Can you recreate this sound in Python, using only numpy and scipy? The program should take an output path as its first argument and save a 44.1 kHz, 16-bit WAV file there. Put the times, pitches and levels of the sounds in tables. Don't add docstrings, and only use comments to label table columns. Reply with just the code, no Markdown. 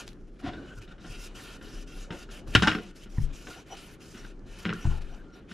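import sys
import numpy as np
from scipy import signal
from scipy.fft import rfft, irfft, next_fast_len
from scipy.io import wavfile
from scipy.ndimage import uniform_filter1d

SR = 44100
rng = np.random.default_rng(int(sys.argv[2]) if len(sys.argv) > 2 else 0)


def voltage_ratio(decibels):
    exponent = np.asarray(decibels, float) / 20
    return 10 ** exponent


def to_wav(sig):
    pcm = np.clip(np.atleast_2d(sig), -1, 1) * 32767
    pcm = np.round(pcm).astype(np.int16)
    wavfile.write(sys.argv[1], SR, pcm.T)


N = 243873
OPPOSITE = np.array([[1], [-1]])


def rms_one(x):
    return x / np.sqrt(np.mean(x ** 2) + 1e-20)


def lowpass(x, hz, order=2):
    return signal.sosfilt(signal.butter(order, hz, fs=SR, output="sos"), x)


def bandpass(x, low_hz, high_hz, order=2):
    return signal.sosfilt(signal.butter(order, [low_hz, high_hz], "band", fs=SR, output="sos"), x)


def lean_left(db):
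    return voltage_ratio([[db / 2], [-db / 2]])


def in_time(rows):
    s, *columns = np.transpose(rows)
    return [np.interp(np.arange(N) / SR, s, c) for c in columns]


def at_hz(points, hz):
    point_hz, value = np.transpose(points)
    return np.interp(np.log(hz), np.log(point_hz), value)


def drift(rate_hz):
    r = np.exp(-80 * np.pi * rate_hz / SR)
    slow = signal.lfilter([1], [1, -2 * r, r * r], rng.standard_normal(N // 40 + 2002))[2000:]
    return np.interp(np.arange(N) / 40, np.arange(len(slow)), rms_one(slow))


def ring(drive, hz, t60_s):
    r = voltage_ratio(-60 / (max(t60_s, .001) * SR))
    w = 2 * np.pi * hz / SR
    return signal.lfilter([0, np.sin(w)], [1, -2 * r * np.cos(w), r * r], drive + 1e-18)


def grains(spread_db):
    size = voltage_ratio(spread_db * np.minimum(rng.exponential(1, N), 5))
    return rms_one(rng.standard_normal((2, 2, N)) * size)


# (frequency [Hz], left-right likeness [-1..1])
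ALIKE = [(30, 0.96), (300, 0.94), (1500, 0.73), (4000, 0.96), (8000, 0.47), (13000, 0.5)]
# (frequency [Hz], left minus right [dB])
LEAN = [(30, 2), (300, 0), (2000, -0.5), (5000, 1), (12000, -2.5)]


def banded(spectrum, patchy_db, white, first=0, last=19, slowing_db=0, bright_db=0):
    out, steady, together = 0, 0, drift(0.86)
    edges = (26 * 2 ** np.arange(0, 9.6, .5))[first:last + 1]
    for k, (low, high) in enumerate(zip(edges, edges[1:])):
        mid, side = bandpass(white[k % 2], low, high)
        hz = np.sqrt(low * high)
        alike = np.clip(at_hz(ALIKE, hz), -1, 1)
        gain = voltage_ratio(at_hz(spectrum, hz) + patchy_db * (together / 2 + drift(11.2)))
        pair = np.sqrt(1 + alike) * mid + np.sqrt(1 - alike) * side * OPPOSITE
        pair = gain * pair * lean_left(at_hz(LEAN, hz))
        steady += np.mean(pair ** 2)
        out = out + pair * voltage_ratio(slowing_db * (hz / 6500) ** 0.36 + bright_db * np.log2(hz / 6500))
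    return out / np.sqrt(steady)


def burst(at_s, t60_s, draw):
    fall = voltage_ratio(-60 * np.arange(len(draw)) / SR / np.clip(t60_s, .003, .2))
    return round(at_s * SR), np.r_[1, .3 * (draw * fall)[1:]]


def add(track, start, x):
    track[start:start + len(x)] += x[:N - start]


def slips(swells, resonances):
    t, noise = np.arange(N) / SR, grains(spread_db=2.0)[0, 0]
    swell = sum(voltage_ratio(db) * np.exp(-((t - s) / (length / 2)) ** 2) for s, length, db in swells)
    sung = sum(voltage_ratio(db) * rms_one(ring(noise, hz, 3.25 / width)) for hz, width, db in resonances)
    return swell * lowpass(sung, 6500)


# (frequency [Hz], density [dB per Hz])
ROOM_TONE = [(24, -25), (40, -0.5), (54, -17), (123, -11.5), (245, -10.5), (268, -42), (371, -5),
             (417, -30), (514, -25), (900, -66), (1170, -87.5), (1980, -120)]


def room_tone():
    return voltage_ratio(-50.5) * banded(ROOM_TONE, 0.6, grains(spread_db=0.0), first=1, last=11)


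# (frequency [Hz], density [dB per Hz])
AIR = [(470, -58), (800, -21.5), (1070, -13), (1160, 1), (1470, -6.5), (3890, -20), (7500, -22.5),
       (14000, -62)]


def hiss_floor():
    return voltage_ratio(-71.5) * banded(AIR, 0.53, grains(spread_db=-6.0), first=9)


KITCHEN_T60_S, KITCHEN_DB, WALL_CUT_HZ = 0.17, -18.5, 9000


def kitchen(x):
    size = next_fast_len(N + SR)
    angle = -2j * np.pi * np.arange(size // 2 + 1) / size
    pole = np.exp(-2 * np.pi * WALL_CUT_HZ / SR)
    dull = (1 - pole) / (1 - pole * np.exp(angle))
    out = np.zeros((2, len(angle)), complex)
    for k, lag in enumerate(rng.integers(300, 1500, 16)):
        loop = voltage_ratio(-60 * lag / SR / KITCHEN_T60_S) * dull * np.exp(angle * lag)
        out[k % 2] += loop / (1 - loop) * (-1) ** (k // 2)
    return voltage_ratio(KITCHEN_DB) * irfft(out * rfft(x, size), size)[:, :N]


# (time [s], drag on the stone [dB], sway of hands and counter [dB])
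HANDS = [(0.0, -48.5, -47), (.15, -52, -41.5), (.45, -63, -44), (.59, -42.5, -53), (.76, -53, -40),
         (1.42, -52.5, -39.5), (1.7, -49, -38), (2.2, -55.5, -39.5), (2.5, -43, -37.5), (2.95, -58, -49.5),
         (3.16, -49.5, -33), (3.55, -56, -50.5), (4.05, -53, -55), (4.25, -53, -37.5), (4.5, -49, -39),
         (4.63, -49.5, -50), (5.12, -49.5, -37.5), (5.53, -53.5, -55)]
# (frequency [Hz], density [dB per Hz])
DRAG = [(29, -30), (50, 4), (76, -17.5), (107, -9), (173, -13), (227, -6.5), (649, -20), (733, -26.5),
        (864, -35.5), (1300, -20), (1690, -47), (2860, -120)]


def handling():
    drag_db, sway_db = in_time(HANDS)
    drag = voltage_ratio(drag_db - 0.5) * banded(DRAG, 2.15, grains(spread_db=2.5), first=2, last=13)
    sway_spectrum = [(30, 16.5), (45, -15.5), (64, -13.5), (90, -24.0)]   # (Hz, dB per Hz)
    sway = voltage_ratio(sway_db - 3.0) * banded(sway_spectrum, 0.8, grains(spread_db=2.0), last=4)
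    return drag + sway


# (frequency [Hz], level [dB], t60 [s], left minus right [dB])
COUNTER = [(69, 1, 0.46, -1), (107.6, 12, 0.12, 1), (143.9, -0.5, 0.35, 6), (193, -7, 0.28, 4),
           (219, -16, 0.3, 20.5)]
# (time [s], peak [dB])
THUDS = [
    (2.481, -26),
    (2.55, -5),
    (2.672, -15.5),
    (3.179, -9),
    (3.213, -21),
    (4.849, -9.5),
    (5.089, -38),
]
# (time [s], peak [dB])
REBOUNDS = [
    (4.871, -10.5),
    (4.885, -12),
]
# (time [s], level [dB], t60 [s])
SWAYS = [
    (2.556, -42, 0.25),
    (3.199, -32, 0.14),
    (3.23, -16.5, 0.28),
    (4.863, -18, 0.69),
]
SWAY_HZ, SWAY_LEFT_DB, SLAB_LAG_S = 23.24, 7.5, .003


def thuds():
    push, sway = np.zeros((2, N))
    for s, db in THUDS:
        push[round((s + SLAB_LAG_S) * SR)] = voltage_ratio(db - 18.0)
    for s, db in REBOUNDS:
        push[round((s + SLAB_LAG_S) * SR)] = -voltage_ratio(db - 21.5)
    for s, db, t60 in SWAYS:
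        add(sway, round(s * SR), -voltage_ratio(db) * ring(np.arange(SR) == 0, SWAY_HZ, t60))
    out = sway * lean_left(SWAY_LEFT_DB)
    for hz, db, t60, left_db in COUNTER:
        out = out - voltage_ratio(db) * ring(push, hz, t60) * lean_left(left_db)
    return lowpass(out, 300, order=3)


# (time [s], length [s], level [dB])
SCRAPES = [
    (.45, 0.046, -38.5),
    (.482, 0.046, -31),
    (.54, 0.051, -40.5),
    (.77, 0.048, -72),
    (1.06, 0.05, -46.5),
    (2.138, 0.065, -42),
    (2.74, 0.19, -41),
    (3.49, 0.035, -43.5),
    (4.86, 0.036, -38),
    (4.93, 0.058, -45),
]
# (frequency [Hz], width [Hz], level [dB])
SCRAPE = [(300, 65, -1.5), (727, 88, -9.5), (1050, 360, -14.5), (1450, 230, -13), (1900, 570, -20),
          (2740, 2100, -14)]


def scrapes():
    return slips(SCRAPES, SCRAPE)


# (time [s], length [s], level [dB])
SQUEAKS = [
    (3.586, 0.044, -55),
    (3.73, 0.039, -47.5),
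    (4.124, 0.032, -83),
    (5.138, 0.04, -62),
]
# (frequency [Hz], width [Hz], level [dB])
SQUEAK = [(768, 110, 7), (2980, 150, -1), (5840, 100, 0)]


def squeaks():
    return slips(SQUEAKS, SQUEAK)


# (time [s], length [s], level [dB], frequency [Hz], width [Hz])
CREAKS = [(.406, 0.013, -70, 1450, 300), (.537, 0.011, -47.5, 3650, 400), (0.586, 0.046, -49.5, 1550, 150),
          (0.637, 0.058, -56, 1560, 149), (.69, 0.05, -59, 2980, 119), (0.723, 0.063, -50, 1510, 130),
          (.782, 0.03, -49.5, 1450, 150), (0.819, .02, -52, 1450, 150), (0.88, 0.009, -56, 3700, 300),
          (0.919, 0.022, -49, 1450, 128), (0.923, 0.014, -58, 3700, 300), (.58, 0.16, -46.5, 304, 150),
          (2.128, 0.11, -48, 517, 201), (2.135, 0.072, -51, 925, 150), (2.677, 0.046, -30, 900, 152),
          (2.783, 0.079, -40.5, 450, 59.7), (2.86, 0.08, -46, 199, 39.3), (3.186, 0.023, -49.5, 960, 200),
          (3.485, 0.045, -47.5, 430, 80.7), (4.777, 0.082, -49.5, 1384, 58.5),
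          (4.853, 0.014, -42.5, 960, 200), (4.913, 0.018, -50, 1020, 120), (4.918, 0.021, -56, 810, 120),
          (4.959, 0.094, -51, 840, 100), (5.204, 0.063, -57.5, 1554, 101), (0.448, 0.02, -35, 310, 80),
          (0.474, 0.096, -49, 726, 80), (0.799, 0.064, -44.5, 108, 40), (1.11, 0.043, -41.5, 107, 40),
          (4.456, 0.09, -50.5, 116, 40), (4.192, 0.033, -55.5, 5580, 100), (4.829, 0.035, -52.5, 5800, 250),
          (5.343, 0.028, -60.5, 5630, 120.6), (5.327, 0.28, -61.5, 1410, 80), (4.66, 0.011, -34, 2000, 900),
          (4.704, 0.036, -38, 1950, 900), (4.742, 0.03, -43, 1600, 300)]


def creaks():
    out, t = np.zeros(N), np.arange(-4000, 4000) / SR
    for (s, length, db, hz, width), draw in zip(CREAKS, rng.standard_normal((len(CREAKS), len(t)))):
        sung = rms_one(ring(ring(draw, hz, 1.9 / width), hz, 1.9 / width))
        add(out, round((s + t[0]) * SR), voltage_ratio(db) * np.exp(-(2 * t / length) ** 2) * sung)
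    return out * lean_left(1.0)


# (time [s], peak [dB], low edge [Hz])
PRICKS = [(0.0782, -24, 2500), (0.0855, -44, 1200), (0.114, -50, 5000), (0.1335, -41, 3500),
          (0.778, -46, 6000), (0.915, -55, 7000), (1.6112, -46, 1200), (2.1056, -42, 900),
          (2.5508, -18, 3500), (2.6238, -28, 3000), (2.6724, -20, 4500), (2.682, -28, 3960),
          (2.7152, -37, 1500), (2.7497, -42, 1300), (2.7858, -52, 1310), (3.4702, -43, 900),
          (4.7352, -30, 3500), (4.7368, -40, 5000), (5.02, -48.5, 4000), (5.513, -46, 1500)]
PRICK_T60_S, PRICK_TOP_HZ = 0.0045, 14000


def pricks():
    out = np.zeros(N)
    for (s, db, low_hz), draw in zip(PRICKS, rng.standard_normal((len(PRICKS), 400))):
        start, force = burst(s, PRICK_T60_S, draw)
        add(out, start, voltage_ratio(db) * bandpass(force, low_hz, PRICK_TOP_HZ))
    return out


# (time [s], peak [dB], frequency [Hz], brightness above peak [dB])
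SNAPS = [(0.0782, -24, 4300, -29), (0.089, -31, 4300, -15), (0.11, -60, 1200, -19), (0.131, -39, 3740, -18),
         (0.271, -59, 6000, -15), (0.758, -46, 10100, -8), (0.777, -52, 1450, -12), (0.915, -70, 3760, -10),
         (0.8173, -58, 1480, -23), (3.181, -40, 1750, -25), (4.7273, -24, 1500, -30),
         (4.7352, -27.5, 5000, -7), (4.8537, -37, 915, -28), (5.02, -49, 1420, -12),
         (4.393, -49, 5030, -13.5), (5.147, -38, 4700, -12)]


def snaps():
    out = np.zeros(N)
    for (s, db, hz, bright_db), draw in zip(SNAPS, rng.standard_normal((len(SNAPS), 900))):
        start, force = burst(s, 0.018, draw)
        edge = voltage_ratio(bright_db - 16.0) * np.diff(force, prepend=0)
        add(out, start, voltage_ratio(db - 4.5) * (ring(force, hz, 4.7 / hz) + edge))
    return out


# (time [s], peak [dB], frequency [Hz], length [cycles])
BOUNCES = [(2.5501, -1.5, 1450, 4.5), (2.5509, 2, 2950, 10), (2.5554, 2, 3000, 9.6),
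           (2.5598, -8, 3100, 6.0), (2.5635, -3, 2860, 6.5), (2.598, -18, 1500, 9.9),
           (2.623, -5.5, 1420, 7), (2.6243, -11, 2980, 7.1), (2.677, -8.5, 1520, 9.7),
           (2.6832, -7, 2930, 11), (2.691, -23, 3720, 8.3), (2.716, -16, 2690, 5.3),
           (2.721, -15, 1800, 9.3), (2.7517, -12, 1900, 3.7), (4.6532, -11.5, 2570, 5.8),
           (4.693, -17, 2500, 4.3), (4.703, -14, 2500, 3.0), (4.71, -36, 2700, 5.0),
           (4.7278, -25, 1450, 32), (4.7315, -29, 1450, 18.0), (0.0783, -48, 3500, 3.0),
           (3.182, -40, 1840, 62), (3.473, -31, 1540, 30.0), (4.66, -22, 1800, 5.0),
           (4.664, -25, 2600, 4.0), (4.6975, -31, 1800, 5.0), (4.7155, -39, 2500, 3.0),
           (2.5673, -16, 1500, 8.0), (2.572, -21, 1600, 8.0), (2.629, -16, 1500, 8.0),
           (2.637, -17, 2000, 6.0), (2.688, -24, 1530, 9.0), (1.611, -42, 1500, 6.0),
           (2.474, -35, 1100, 8.1)]


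def bounces():
    out = np.zeros(N)
    for s, db, hz, cycles in BOUNCES:
        add(out, round(s * SR), -voltage_ratio(db) * ring(np.arange(2000) == 0, hz, cycles / hz))
    return bandpass(out, 1000, 4200, order=4)


# (time [s], peak [dB], flap above peak [dB], hardness above peak [dB], rattle t60 [s])
DROPS = [(2.1056, -30, -1, -34, 0.044), (2.1246, -33.5, -21, -21, 0.046), (2.5507, -2, -9, 0.5, 0.044),
         (2.5554, -20, -17, -24, 0.066), (2.5618, -25.5, 5, -29.5, 0.029), (2.6229, -11, -11, 0, 0.13),
         (2.6728, -10, -13.5, -2, 0.11), (2.683, -16, -10, -18, 0.1), (2.7152, -23, -6.5, -10, 0.21),
         (2.7495, -23.5, 0, -28, 0.046), (2.7855, -33, -4, -33, 0.05), (3.4698, -33.5, -8.5, -28.5, 0.1),
         (4.6533, -27, -0.5, -30, 0.17), (4.6922, -29, 1, -26, 0.08), (4.7037, -37, 7, -34, 0.12),
         (4.7285, -43.5, 9, -34, 0.2)]
# (time [s], peak [dB])
TICKS = [(0.4, -48.5), (0.5342, -40), (0.877, -47.5), (0.9815, -46.5), (1.0446, -40.5), (1.6122, -43.5),
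         (2.29, -43.5), (2.475, -53), (2.9666, -52), (3.059, -45.5), (4.145, -39), (4.2472, -42.5),
         (5.489, -60), (5.513, -37.5)]
# (frequency [Hz], level [dB], t60 [s])
CLACK = [(1557, 7.5, 0.018), (2540, -1, 0.013), (2830, 0.5, 0.012)]
# (frequency [Hz], level [dB], t60 [s])
FLAP = [(120.7, -9.5, 0.11), (179.2, -2.5, 0.12), (214.4, -5.5, 0.19), (250, -10.5, 0.06), (303, -8, 0.12),
        (361, -12, 0.12), (426, -13, 0.069)]
# (frequency [Hz], level knocked [dB], level rubbed [dB], t60 [s])
BOARD = [(756, -10.5, -11.5, 0.14), (876, -12.5, -38, 0.059), (1427, 2.5, 0.5, 0.07), (1596, 0, -9, 0.046),
         (1800, -7, -6, 0.11), (2260, -13, -26.5, 0.042), (2600, 0.5, 0.5, 0.013),
         (2676, -15.5, -5.5, 0.027), (2930, -32.5, -4.5, 0.043), (3240, -7, -9.5, 0.021),
         (3800, -34.5, -0.5, 0.0081), (3860, 0.5, -12, 0.015), (4540, -49, 12.5, 0.013),
         (5325, -2, 16, 0.026), (6560, -39.5, 1.5, 0.03)]
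TICK_FLAP_DB, TICK_HARD_DB, TICK_T60_S = -2.5, -8.5, 0.11
RATTLE_T60_S = 0.079
FLAP_CHATTER = 0.26
SPLINTER_DB, SPLINTER_SAMPLES = 2.5, 60
CHATTER_SAMPLES = 4000


def knocks():
    first, sharp, shaken, soft, left, right = np.zeros((6, N))
    contacts = sorted(DROPS + [(s, db, TICK_FLAP_DB, TICK_HARD_DB, TICK_T60_S) for s, db in TICKS])
    chatter = rng.standard_normal((len(contacts), 2, CHATTER_SAMPLES))
    splinters = rng.standard_normal((len(contacts), 1, CHATTER_SAMPLES // SPLINTER_SAMPLES + 1))
    splinters = splinters.repeat(SPLINTER_SAMPLES, axis=2)[..., :CHATTER_SAMPLES]
    chatter = chatter * voltage_ratio(SPLINTER_DB * splinters - SPLINTER_DB ** 2 * np.log(10) / 20)
    for (s, db, flap_db, hard_db, t60), draw in zip(contacts, chatter):
        start, force = burst(s, t60, draw[0])
        first[start] = voltage_ratio(db)
        add(shaken, start, burst(s, t60 + RATTLE_T60_S, draw[1])[1] * voltage_ratio(db))
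        add(sharp, start, force * voltage_ratio(db))
        add(soft, start, burst(s, t60, FLAP_CHATTER * draw[0])[1] * voltage_ratio(db + flap_db - 1.0))
        add(left, start, force * voltage_ratio(db + hard_db - 4.0))
        add(right, start, burst(s, t60, 0.12 * draw[0] + 0.17 * draw[1])[1] * voltage_ratio(db + hard_db + 6.5))
    dent = 0.84 * first + 0.28 * sharp
    clack = sum(voltage_ratio(db - 9.0) * ring(dent, hz, t60) * (-1) ** k for k, (hz, db, t60) in enumerate(CLACK))
    rattle = bandpass(shaken, 1200, 3740, order=3)
    rings = sum(voltage_ratio(db - 23.0) * ring(sharp, hz, 0.67 * t60) * (-1) ** k
                for k, (hz, db, _, t60) in enumerate(BOARD))
    flaps = -sum(voltage_ratio(db) * ring(soft, hz, t60) for hz, db, t60 in FLAP)
    flaps = bandpass(flaps, 90, 520)
    crack = bandpass([left, right], 4400, 7500)
    body = lowpass(clack + voltage_ratio(5.0) * rattle + rings, 5000)
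    sizzle = bandpass(shaken, 3700, 8000)
    return body + flaps + voltage_ratio(-17.5) * sizzle, crack


# (start [s], length [s], hiss [dB], swell
# start to end [dB], board hum above hiss [dB])
STROKES = [(1.008, 0.15, -56.5, 11, 5.5), (1.114, 0.16, -55, 6, 2.5), (1.355, 0.21, -55, -3, 8),
           (1.627, 0.2, -56, 0, 7.5), (1.876, 0.16, -55, 1, 3), (2.123, 0.11, -55, 3.5, 7.5),
           (2.314, 0.083, -55.5, -3.5, 9.5), (2.479, 0.12, -54.5, 0, 0), (2.542, 0.37, -56, -18.5, 9.5),
           (2.959, 0.084, -60, -1, -1), (3.101, 0.15, -60, 7.5, -2), (3.334, .2, -59, -3, 4),
           (3.504, 0.12, -60, -13, 9.5), (3.665, 0.089, -63, 13, 11), (3.77, 0.18, -58, -12.5, 6),
           (4.006, 0.16, -58, 4, 1), (4.173, 0.14, -59.5, -6, 8.5), (4.467, 0.17, -60.5, 9.5, 8),
           (4.589, 0.056, -56.5, -7.5, 5.5), (4.651, 0.065, -62, -14, 13.5), (4.74, 0.24, -58.5, -1, 10.5),
           (0.0, 0.071, -60, -25, 11), (0.068, 0.099, -65.5, -17, 1.5), (0.275, 0.022, -72.5, 0, 0),
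        (0.395, 0.018, -64, -1, 7), (0.43, 0.052, -65, 8, 10), (0.489, 0.25, -70, 4.5, 15),
        (0.75, 0.034, -62.5, 10, -1), (0.82, 0.028, -62, -6, 7.5), (0.888, 0.035, -68.5, 7, 16),
        (5.02, .016, -64, -14, 12), (5.04, 0.085, -68, 4, 12), (5.139, 0.086, -71.5, -10, 15.5),
        (5.339, 0.052, -67.5, -1.5, 12.5), (5.492, 0.044, -58.5, 9, 10.5), (1.28, .07, -71, -9, 15.5),
        (1.57, .05, -70, -8, 7), (2.047, 0.048, -69.5, -15, 14.5), (3.254, .06, -69.5, -4, 15)]
START_DB_PER_S, STOP_DB_PER_S, REST_DB = 1302, 793, -78
HUM_FOLLOWS = 0.55
DULL_PER_PRESS_DB, BRIGHT_DB = 0.3192, 1.04
FULL_SPEED_DB = -54.5


def strokes():
    t, rows = np.arange(0, N / SR, .001), np.array(STROKES)
    s, length, db, swell_db, press_db = rows.T[:, :, None]
    held_db = db + swell_db * (np.clip((t - s) / length, 0, 1) - .5)
    lost_db = np.maximum(0, np.maximum(START_DB_PER_S * (s - t), STOP_DB_PER_S * (t - s - length)))
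    lead = np.argmax(held_db - lost_db, axis=0)
    bright_db = uniform_filter1d(BRIGHT_DB - DULL_PER_PRESS_DB * press_db[lead, 0], size=14)
    hum_db = np.max(held_db + press_db - HUM_FOLLOWS * lost_db, axis=0)
    hiss_db = np.maximum(np.max(held_db - lost_db, axis=0), REST_DB)
    return in_time(np.c_[t, hiss_db, hum_db, bright_db])


# (frequency [Hz], width [Hz], level [dB])
WEAVE = [(2730, 110, 0.5), (3226, 69, -2.5), (3650, 290, -4), (4580, 68, -5), (4970, 100, -4),
         (5970, 140, -7), (6460, 98, -20.5), (7280, 80, -11), (8130, 49, -31), (8860, 140, -9.5),
         (9500, 250, -25.5), (11700, 41, -74.5), (12000, 120, -43), (12700, 110, -33.5)]
WEAVE_DB, WEAVE_WANDER_DB = -62, 3.0


def weave():
    rub = rng.standard_normal((2, N))
    rub = rub[0] + 0.13 * rub[1] * OPPOSITE
    sung = sum(voltage_ratio(db + WEAVE_WANDER_DB * drift(4.1)) * rms_one(ring(rub, hz, 2.5 / width))
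               for hz, width, db in WEAVE)
    return voltage_ratio(WEAVE_DB + 1.7 * (strokes()[0] - FULL_SPEED_DB)) * sung


def off_counter(x):
    late = np.arange(N) - SR * 0.001079 * voltage_ratio(1.7 * drift(2.0))
    return x + 0.3 * np.array([np.interp(late, np.arange(N), c) for c in x])


# (frequency [Hz], density [dB per Hz])
HISS = [(290, -36), (500, -3.5), (737, -15), (876, -12.5), (1030, -8), (1390, -6), (1990, -7), (2810, -3),
        (4200, -12.5), (5060, -7.5), (10500, -13), (13300, -5), (15500, -23)]
# (frequency [Hz], width [Hz], level [dB])
PAD = [(5000, 96, -23), (5440, 310, -22), (5390, 220, -4.5), (5890, 340, -3.5), (6610, 1200, 2),
       (9800, 270, -9)]
MODE_WANDER_DB, UNEVEN_DB = 2.5, 1.2


def wiping():
    hiss_db, hum_db, bright_db = strokes()
    slowing_db, rub = hiss_db - FULL_SPEED_DB, grains(spread_db=1.0)
    folds = sum(voltage_ratio(db + 4.0 * drift(4.0)) * rms_one(ring(rub[1, 0], hz, 2.2 / width)) for hz, width, db in PAD)
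    hiss = banded(HISS, 3.2, grains(spread_db=4.0), first=8, slowing_db=slowing_db, bright_db=bright_db)
    hiss = off_counter(hiss) + voltage_ratio(slowing_db - 11) * folds
    hum = sum(voltage_ratio(db + MODE_WANDER_DB * drift(6.1)) * rms_one(ring(rub[0, 0], hz, 0.46 * t60)) * (-1) ** k
              for k, (hz, _, db, t60) in enumerate(BOARD[:12]))
    return voltage_ratio(-53.0 + UNEVEN_DB * drift(25.0)) * hiss, voltage_ratio(hum_db - 4) * rms_one(hum)


def scene():
    (hiss, hum), (knock, crack) = wiping(), knocks()
    board = hum + knock + squeaks() + scrapes() + snaps() + bounces()
    near = board * lean_left(1.2) + thuds() + crack
    room = room_tone() + hiss_floor() + kitchen(board + crack[0])
    return room + near + hiss + handling() + creaks() + weave() + pricks()


def low_pass(x):
    return signal.sosfilt(signal.butter(12, 15670, fs=SR, output="sos"), x)


PORT_LAG_RAD, PORT_HZ, MIC_TOP_HZ = 2.37, 12600, 13650


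def record(dry):
    hz = np.arange(N // 2 + 1) * SR / N
    lag = np.exp(-1j * PORT_LAG_RAD * np.minimum(hz / PORT_HZ, 1) ** 2.5)
    ports = np.array([irfft(rfft(dry[0]) * lag, N), dry[1]])
    ports = lowpass(ports, MIC_TOP_HZ, order=4)
    ports = signal.sosfilt(signal.cheby2(12, 50, 15800, fs=SR, output="sos"), ports)
    mix = 0.97 * np.tanh(ports / 1.213)
    return low_pass(mix)


dry = scene()
out = record(dry)
to_wav(out)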